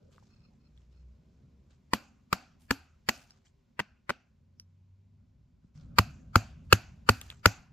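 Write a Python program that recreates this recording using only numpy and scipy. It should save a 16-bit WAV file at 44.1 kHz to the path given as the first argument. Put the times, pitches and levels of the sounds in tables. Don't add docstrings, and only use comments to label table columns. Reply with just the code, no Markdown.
import sys
import numpy as np
from scipy import signal
from scipy.fft import rfft, irfft, next_fast_len
from scipy.io import wavfile

SR = 44100
rng = np.random.default_rng(int(sys.argv[2]) if len(sys.argv) > 2 else 0)


def master(y):
    cut = np.clip(np.atleast_2d(y).T, -1, 1)
    pcm = np.round(cut * 32767)
    wavfile.write(sys.argv[1], SR, pcm.astype(np.int16))


def voltage_ratio(decibels):
    exponent = np.asarray(decibels, float) / 20
    return 10 ** exponent


N = 340452

# (time [s], peak [dB], ring of the blank [Hz], split delay [ms], crackle re peak [dB])
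BLOWS = [(1.9339, -9.5, 1175, 2.16, -15.5), (2.3278, -10.5, 1280, 2.6, -15),
         (2.7070, -12, 1650, 4.04, -15.5), (3.0883, -13, 1616, 4.3, -10.5), (3.7930, -14, 1530, 9.4, -29.5),
         (4.0944, -13.5, 1481, 10.6, -31), (5.9850, -2.5, 1362, 4.4, -16), (6.3567, -1.5, 1340, 0.8, -16.5),
         (6.7260, 0.5, 1400, 3.75, -15), (7.09, 0, 1400, 3.4, -19), (7.457, 0, 1443, 2.35, -15.5)]
STOP_MS = 1.6
CLOSER_S = 5.752


def sample(s):
    return int(round(s * SR))


def rms_one(x):
    return x / np.sqrt(np.mean(x ** 2) + 1e-20)


def add(out, s, piece):
    i = sample(s)
    out[..., i:i + piece.shape[-1]] += piece[..., :N - i]


def in_time(rows, outside=None):
    s, *columns = np.transpose(rows)
    t = np.arange(N) / SR
    return [np.interp(t, s, column, outside, outside) for column in columns]


def at_hz(points, hz):
    table_hz, value = np.array(points).T
    return np.interp(np.log(hz), np.log(table_hz), value)


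def drift(rate):
    r = np.exp(-80 * np.pi * rate / SR)
    white = rng.standard_normal(N // 40 + 2002)
    slow = signal.lfilter([1], [1, -2 * r, r * r], white)[2000:]
    return np.interp(np.arange(N) / 40, np.arange(len(slow)), rms_one(slow))


def ring(clicks, hz, t60):
    r, w = voltage_ratio(-60 / (t60 * SR)), 2 * np.pi * hz / SR
    return signal.lfilter([0, np.sin(w)], [1, -2 * r * np.cos(w), r * r], clicks + 1e-18)


def decay(kick, t60):
    return signal.lfilter([1], [1, -voltage_ratio(-60 / (t60 * SR))], kick)


def highpass(x, hz):
    return signal.sosfilt(signal.butter(2, hz, "high", fs=SR, output="sos"), x)


def colour(x, spectrum):
    size = next_fast_len(N)
    hz = np.maximum(np.arange(size // 2 + 1) * SR / size, 1)
    return irfft(rfft(x, size) * voltage_ratio(at_hz(spectrum, hz)), size)[..., :N]


def bands(spectrum, step, alike=None):
    # (frequency [Hz], correlation [-1..1])
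    likeness = [(60, 0.97), (180, 1), (550, 0.083), (1650, 0.73), (4970, 0.75), (15000, 0.41)]
    low_hz, high_hz = spectrum[0][0], spectrum[-1][0]
    edges = low_hz * 2 ** np.arange(0, np.log2(high_hz / low_hz) + step / 2, step)
    white = colour(rng.standard_normal((2, 2, N)), spectrum)
    for k, (low, high) in enumerate(zip(edges, edges[1:])):
        band = signal.butter(2, [low, min(high, SR / 2.2)], "band", fs=SR, output="sos")
        mid, side = signal.sosfilt(band, white[k % 2])
        hz = np.sqrt(low * high)
        c = np.clip(at_hz(likeness, hz) if alike is None else alike, -1, 1)
        yield hz, np.sqrt(1 + c) * mid + np.sqrt(1 - c) * side * [[1], [-1]]


def patchy(spectrum, patchy_db, rate, alike=None):
    shared = drift(5.4)
    return rms_one(sum(x * voltage_ratio(patchy_db * (.5 * shared + drift(rate)))
                       for hz, x in bands(spectrum, 1 / 2, alike)))


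def grip(s):
    regrip_s = 3.6
    return int(s > regrip_s) + int(s > CLOSER_S)


def surroundings():
    # (time [s], level [dB])
    traffic = [
        [(0.0, -64), (0.96, -70), (1.5, -64), (1.73, -67.5), (2.64, -68), (2.82, -72), (4.42, -72),
         (5.75, -69.5)],
        [(5.755, -59), (5.967, -53.5), (6.263, -56.5), (6.509, -58.5), (7.007, -61), (7.193, -63.5),
         (7.429, -68), (7.72, -65)],
    ]
    # (frequency [Hz], density [dB per Hz])
    rumble = [(12, -50), (20, -16), (38, -9), (70, -4.5), (84, -6), (103, -10), (160, -10), (210, -34),
              (350, -120)]
    hum = [(71, -30.5), (120, -3), (156, 1.5), (231, 3), (356, -20.5), (459, -27), (505, -19.5), (561, -17),
           (913, -31.5), (1500, -26), (1950, -59), (3300, -120)]
    # (frequency [Hz], density [dB per Hz])
    air = [(240, -27), (400, -2.5), (446, -18.5), (521, -9.5), (618, -16.5), (858, -17.5), (1030, -15),
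           (1330, -30), (1410, -25), (2320, -21), (2890, -24), (5640, -26.5), (7580, -30), (8320, -42),
           (16500, -40)]
    # (time [s], level [dB])
    air_db = [(0.0, -80.5), (3.2, -78.5), (4.0, -83), (5.75, -83.5), (5.755, -79), (7.2, -74), (7.72, -79)]
    base_db, follows, closer_db, hum_db = -60.5, 0.47, 8.5, -1
    road_db, = in_time(traffic[0] + traffic[1])
    closer = np.arange(N) / SR > CLOSER_S
    rumble_db = base_db + follows * (road_db - base_db) + closer_db * closer
    road = voltage_ratio(rumble_db) * patchy(rumble, patchy_db=2.5, rate=1.2)
    road = road + voltage_ratio(road_db + hum_db) * patchy(hum, patchy_db=2.0, rate=7.4)
    breeze = patchy(air, patchy_db=.4, rate=20)
    return road + voltage_ratio(in_time(air_db)[0]) * breeze


def engines():
    # (time [s], level [dB])
    lorry_db = [(.2, -74), (.68, -65), (.76, -60), (1.12, -54.5), (1.24, -69), (1.4, -68.5), (1.66, -59.5),
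                (1.78, -90)]
    # (time [s], level [dB])
    car_db = [(4.28, -94), (4.38, -67.5), (4.95, -58.5), (5.24, -64.5), (5.42, -70.5), (5.6, -105)]
    lorry_from_s, lorry_to_s, lorry_hz, lorry_hz_per_s = .25, 1.74, 55.2, 8.4
    car_from_s, car_hz, car_hz_per_s = 4.35, 87.5, 14
    overtones_db = -76
    t = np.arange(N) / SR
    turn = 2 * np.pi * np.cumsum(lorry_hz + lorry_hz_per_s * (t - lorry_from_s)) / SR
    on = np.clip(np.minimum((t - lorry_from_s) / 0.27 + 1, (lorry_to_s - t) / 0.027), 0, 1)
    lorry = voltage_ratio(in_time(lorry_db, -140)[0] + 2.0 * drift(6.9)) * np.sin(turn)
    for k in range(2, 11):
        level = voltage_ratio(overtones_db - 1.74 * k + 2.4 * drift(2.9))
        lorry += on * level * np.sin(k * turn + 0.7 * drift(4))
    turn = 2 * np.pi * np.cumsum(car_hz + car_hz_per_s * (t - car_from_s)) / SR
    car = voltage_ratio(in_time(car_db, -140)[0] + 0.99 * drift(6.7)) * np.sin(turn)
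    return np.sqrt(2) * (lorry + car)


def rustle():
    # (time [s], length [s], level [dB], bright edge re level [dB])
    strokes = [(0.0, 1.8, -84.5, -27.5), (0.129, 0.075, -69.5, -15), (0.24, 0.13, -81, -20),
               (0.776, .04, -85, -30), (0.818, 0.033, -79, -21), (0.926, 0.075, -78.5, -19.5),
               (1.712, 0.054, -74.5, -27.5), (2.61, 0.079, -69.5, -4.5), (3.13, 0.12, -56, -12),
               (3.297, 0.093, -69.5, -25), (3.457, 0.049, -70.5, -22.5), (5.628, 0.064, -81, -26.5),
               (5.758, 0.092, -68, -24.5), (6.652, 0.05, -78, -11), (7.14, 0.067, -57, -7),
               (7.215, 0.071, -55, -13), (7.301, 0.078, -59, -22.5)]
    # (frequency [Hz], density [dB per Hz])
    leaves = [(410, -25), (700, -2), (1110, -9.5), (1220, 0.5), (1340, -7.5), (1480, -3), (1810, -8.5),
              (3710, -9), (4850, -7.5), (7470, -10.5), (8200, -17.5), (10700, -46.5), (18000, -120)]
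    rise_s, fade_db = 0.017, 9
    grain = voltage_ratio(3.2 * drift(140))
    body = patchy(leaves, patchy_db=2.5, rate=13, alike=0.56)
    edge = patchy([(8000, 7.5), (16000, 2.2)], patchy_db=-1.0, rate=20, alike=0.2)
    level, edge_level = np.zeros((2, N))
    for s, length, db, edge_db in strokes:
        t = np.arange(sample(2 * length)) / SR
        stroke = np.minimum(t / rise_s, 1) * voltage_ratio(db - fade_db * t / length)
        stroke = stroke * np.minimum(2 - t / length, 1)
        start = max(s - rise_s, 0)
        add(level, start, stroke)
        add(edge_level, start, voltage_ratio(edge_db) * stroke)
    return grain * (level * body + edge_level * edge)


def squeaks():
    # (start [s], stop [s], level [dB])
    rubs = [
        (.29, 0.357, -74),
        (0.358, 0.499, -73.5),
        (0.594, .69, -81),
        (0.933, 1.028, -77),
    ]
    # (frequency [Hz], level [dB])
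    rub_modes = [(1350, -11), (2580, -10), (4280, -7.5), (5200, -10)]
    # (start [s], stop [s], frequency [Hz], level [dB])
    lone = [
        (0.0, 0.17, 510, -70.5),
        (0.497, 0.548, 765, -81),
        (7.368, 7.378, 7500, -74),
    ]
    out, stutter = np.zeros((2, N)), voltage_ratio(4.8 * drift(38))
    rubbed = [(start, stop, hz, db + mode_db) for start, stop, db in rubs for hz, mode_db in rub_modes]
    for start, stop, hz, db in rubbed + lone:
        count = sample(stop - start)
        tone = ring(ring(rng.standard_normal((2, count)), hz, 0.011), hz, 0.011)
        add(out, start, voltage_ratio(db) * rms_one(tone) * np.hanning(count) ** 0.17)
    return out * stutter


def ticks():
    # (time [s], peak [dB], pitch [Hz], t60 [s], snap re pitch [dB])
    contacts = [(0.111, -63.5, 1340, 0.015, 2), (0.181, -45.5, 1090, 0.008, -17),
                (0.225, -54, 774, 0.0136, -15.5), (0.51, -72, 759, 0.0196, 0.5),
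                (0.776, -55, 3500, 0.012, -15), (3.307, -43, 5100, 0.017, -19),
                (3.468, -59, 3210, 0.021, -9), (4.5983, -32.5, 5600, 0.0057, -9),
                (7.214, -23.5, 3350, 0.0045, 4), (7.28, -53, 1730, 0.0175, 3),
                (7.302, -27.5, 3600, 0.0037, -8), (7.314, -42, 2600, 0.0055, -10.5),
                (7.324, -45.5, 1390, 0.012, -10)]
    # (time [s], level [dB], frequency [Hz])
    bump = (5.645, -47.5, 166)
    out, t = np.zeros(N), np.arange(sample(0.11)) / SR
    for s, peak_db, hz, t60, snap_db in contacts:
        snap = rng.standard_normal(len(t)) * (np.exp(-t / 0.0011) + 0.095 * np.exp(-t / 0.014))
        snap[0] = 5.1
        body = ring(snap, hz, np.clip(t60, .002, .1))
        bright = np.diff(ring(snap, 1.5 * hz, 0.0003), prepend=0)
        mix = body / np.abs(body).max() + voltage_ratio(snap_db) * bright / np.abs(bright).max()
        add(out, s, voltage_ratio(peak_db) * mix / np.abs(mix).max())
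    s, db, hz = bump
    add(out, s, voltage_ratio(db) * np.sin(2 * np.pi * hz * t) * t / 0.0025 * np.exp(1 - t / 0.0029))
    return out


def trees():
    # (frequency [Hz], density [dB per Hz])
    echo = [(150, -25.5), (250, 7), (444, -15), (748, -4), (938, -13), (1420, -10.5), (1880, -17.5),
            (2670, -17), (3650, -24.5), (4650, -22.5), (6140, -20), (7310, -24.5), (9330, -43),
            (11500, -26.5), (16000, -37)]
    # (frequency [Hz], t60 [s])
    echo_t60 = [(300, 0.39), (1000, 0.51), (2000, .48), (2700, 0.51), (3600, 0.45), (4650, 0.36),
                (7000, 0.5), (12000, 0.22)]
    # (level re peak [dB], brightness [dB per octave], more above 3 kHz [dB per octave])
    grip_echoes = [
        (-37, 1.5, 0.5),
        (-43, 3, -10),
        (-42.5, 1.5, 0),
    ]
    # (frequency [Hz], level re echo [dB], t60 [s])
    resonances = [(1480, -5.5, 0.4), (2600, -6, 0.39), (4590, -6, 0.33), (7220, -12, 0.23)]
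    near_db, near_t60_s = 15.5, .07
    follows = .4
    out, scale = 0, 0
    s, peak_db, _, split_ms, _ = np.transpose(BLOWS)
    at = [sample(v) for v in s + (split_ms + STOP_MS) / 1000]
    grips = np.array([grip(v) for v in s])
    usual_db = np.array([peak_db[grips == g].mean() for g in grips])
    echo_db, tilt_db, top_db = np.array(grip_echoes)[grips].T
    echo_db = echo_db + usual_db + follows * (peak_db - usual_db)
    for hz, x in bands(echo, 1 / 3, alike=0.75):
        kick = np.full(N, 1e-18)
        kick[at] = voltage_ratio(echo_db + tilt_db * np.log2(hz / 2000) + top_db * max(np.log2(hz / 3000), 0))
        slow = decay(kick, at_hz(echo_t60, hz))
        quick = decay(kick, near_t60_s)
        out = out + x * (slow + voltage_ratio(near_db) * quick) * voltage_ratio(2.0 * drift(30) + 2.5 * drift(3))
        scale += np.mean(x ** 2)
    out = out / np.sqrt(scale)
    for hz, db, t60 in resonances:
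        kick = np.full(N, 1e-18)
        kick[at] = voltage_ratio(echo_db + db + top_db * max(np.log2(hz / 3000), 0))
        noise = rng.standard_normal(N) + 0.71 * rng.standard_normal((2, N))
        tone = rms_one(ring(ring(noise, hz, 11.0 / hz), hz, 11.0 / hz))
        out = out + tone * decay(kick, t60)
    return out


def stump():
    thud_s = [1.9382, 2.3332, 2.7130, 3.0922, 3.808, 4.109, 5.9950, 6.3635, 6.7340, 7.0994, 7.4654]
    # (level [dB], knock [Hz])
    thuds = [(-18.5, 210), (-25, 197), (-14.5, 274), (-23.5, 230), (-30.5, 206), (-30.5, 256),
             (-13.5, 190.2), (-12, 240), (-13.5, 190), (-15, 224), (-14, 185)]
    # (frequency [Hz], level re landing [dB], t60 [s])
    deep_modes = [(106, -2, .11), (63.3, -7.5, 0.019)]
    knock_db, knock_t60_s, shove_db, shove_ms = -9, 0.084, 1.5, 1.7
    light_blow_db, light_knock_db = -17.5, 4.5
    lead_s = .008
    out, late = np.zeros(N), np.arange(sample(.25)) / SR - lead_s
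    growing = np.exp(np.minimum(late, 0) * 1000 / shove_ms)
    letting_go = np.exp(-.5 * (late / 0.00038) ** 2)
    shove = -np.where(late < 0, growing, letting_go)
    for s, (thud_db, knock_hz) in zip(thud_s, thuds):
        light = s < CLOSER_S
        thud = voltage_ratio(shove_db) * highpass(shove, 170 if light else 60)
        modes = [(knock_hz, knock_db + light_knock_db * light, knock_t60_s)]
        modes += [(hz, db + light_blow_db * light, t60) for hz, db, t60 in deep_modes]
        for hz, db, t60 in modes:
            push = np.exp(-.5 * ((late + 0.21 / hz) / 0.0006) ** 2)
            thud = thud - voltage_ratio(db) * ring(push / push.sum(), hz, t60)
        add(out, s - lead_s, voltage_ratio(thud_db) * thud)
    return out


def axe():
    # (frequency [Hz], t60 [s])
    blank = [(580, 0.015), (960, 0.005), (1950, 0.0087), (2650, 0.013), (4450, .010)]
    stirred = [
        (-13.5, -6, -8, -12.5, -13),
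        (-24.5, 5, 3, -16, -30.5),
        (-27, -23, -14, -12.5, -15),
    ]
    # (tearing re entry [dB], split re entry [dB], crackle brightness [dB per octave])
    tearing = [
        (-22, 1.0, -0.14),
        (-27.5, 0.5, -6),
        (-27, -3, -0.5),
    ]
    # (frequency [Hz], width [Hz], level [dB])
    crackle_modes = [(2500, 1500, 4), (4480, 870, -1.5), (6930, 550, -6.5), (10190, 2500, -21),
                     (13400, 2600, -9)]
    ring_t60_s, muffle_ms, touch_s = 0.012, 1.4, .0004
    out, t = np.zeros((2, N)), np.arange(sample(0.1)) / SR
    for s, peak_db, hz, split_ms, crackle_db in BLOWS:
        tear_db, split_db, bright_db = tearing[grip(s)]
        end = (split_ms + STOP_MS) / 1000
        after = np.maximum(t - end, 0)
        bite = np.minimum(t / 0.00099, 1) * np.exp(-after / 0.0013)
        tears = rng.standard_normal((3, len(t))) * voltage_ratio(4 * rng.standard_normal(len(t))) * bite
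        clicks = voltage_ratio(tear_db) * tears[0] * (t < end)
        clicks[[0, sample(touch_s)]] += .3, -.8
        clicks[sample(split_ms / 1000)] += voltage_ratio(split_db)
        wood = ring(clicks, hz, ring_t60_s) * np.exp(-after * 1000 / muffle_ms)
        for db, (mode_hz, t60) in zip(stirred[grip(s)], blank):
            wood += voltage_ratio(db) * ring(clicks, mode_hz, t60)
        hiss = tears[0] + 1.7 * tears[1:]
        crackle = 0
        for mode_hz, width, db in crackle_modes:
            level = voltage_ratio(db + bright_db * np.log2(mode_hz / 4500))
            crackle = crackle + level * ring(hiss, mode_hz, 2.2 / width) * np.sqrt(width / SR)
        blow = wood / np.abs(wood).max() + voltage_ratio(crackle_db) * crackle
        add(out, s - touch_s, voltage_ratio(peak_db) * blow)
    return out


def ports(x):
    # (frequency [Hz], left over right [dB])
    balance = [(60, 0), (200, 0.3), (380, 0), (700, -.5), (1290, 1), (2380, 1.2), (4400, -2.5), (8120, 2.5),
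               (15000, 3.4)]
    lag_samples, turn_hz, turn_width_hz = 4, 740, 260
    r, w = np.exp(-np.pi * turn_width_hz / SR), 2 * np.pi * turn_hz / SR
    poles = [1, -2 * r * np.cos(w), r * r]
    right = signal.lfilter(poles[::-1], poles, np.roll(x[1], lag_samples))
    half = np.array(balance) * [1, .5]
    return np.array([colour(x[0], half), colour(right, half * [1, -1])])


def smeared(x):
    far_db, far_s, near_db, near_s = -35.5, .03, -22.5, 0.0063
    ahead = np.arange(sample(far_s), 0, -1) / SR
    swell = voltage_ratio(far_db) * np.cos(np.pi / 2 * ahead / far_s) + voltage_ratio(near_db) * np.exp(-ahead / near_s)
    kernel = rng.standard_normal((2, len(ahead))) * swell / np.sqrt(len(ahead))
    copy = signal.fftconvolve(highpass(x, 700), kernel, axes=1)[:, :N]
    return x + np.roll(copy, -len(ahead), axis=1)


def scene():
    close = smeared(ports(axe() + stump() + ticks()))
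    return close + trees() + rustle() + squeaks() + engines() + surroundings()


def roll_off(x):
    return signal.sosfilt(signal.butter(12, 16960, fs=SR, output="sos"), x)


def record(dry):
    x = highpass(dry, 38)
    x = .95 * np.tanh(x / .95)
    x = signal.sosfilt(signal.cheby2(10, 60, 16700, fs=SR, output="sos"), x)
    return roll_off(x)


dry = scene()
out = record(dry)
master(out)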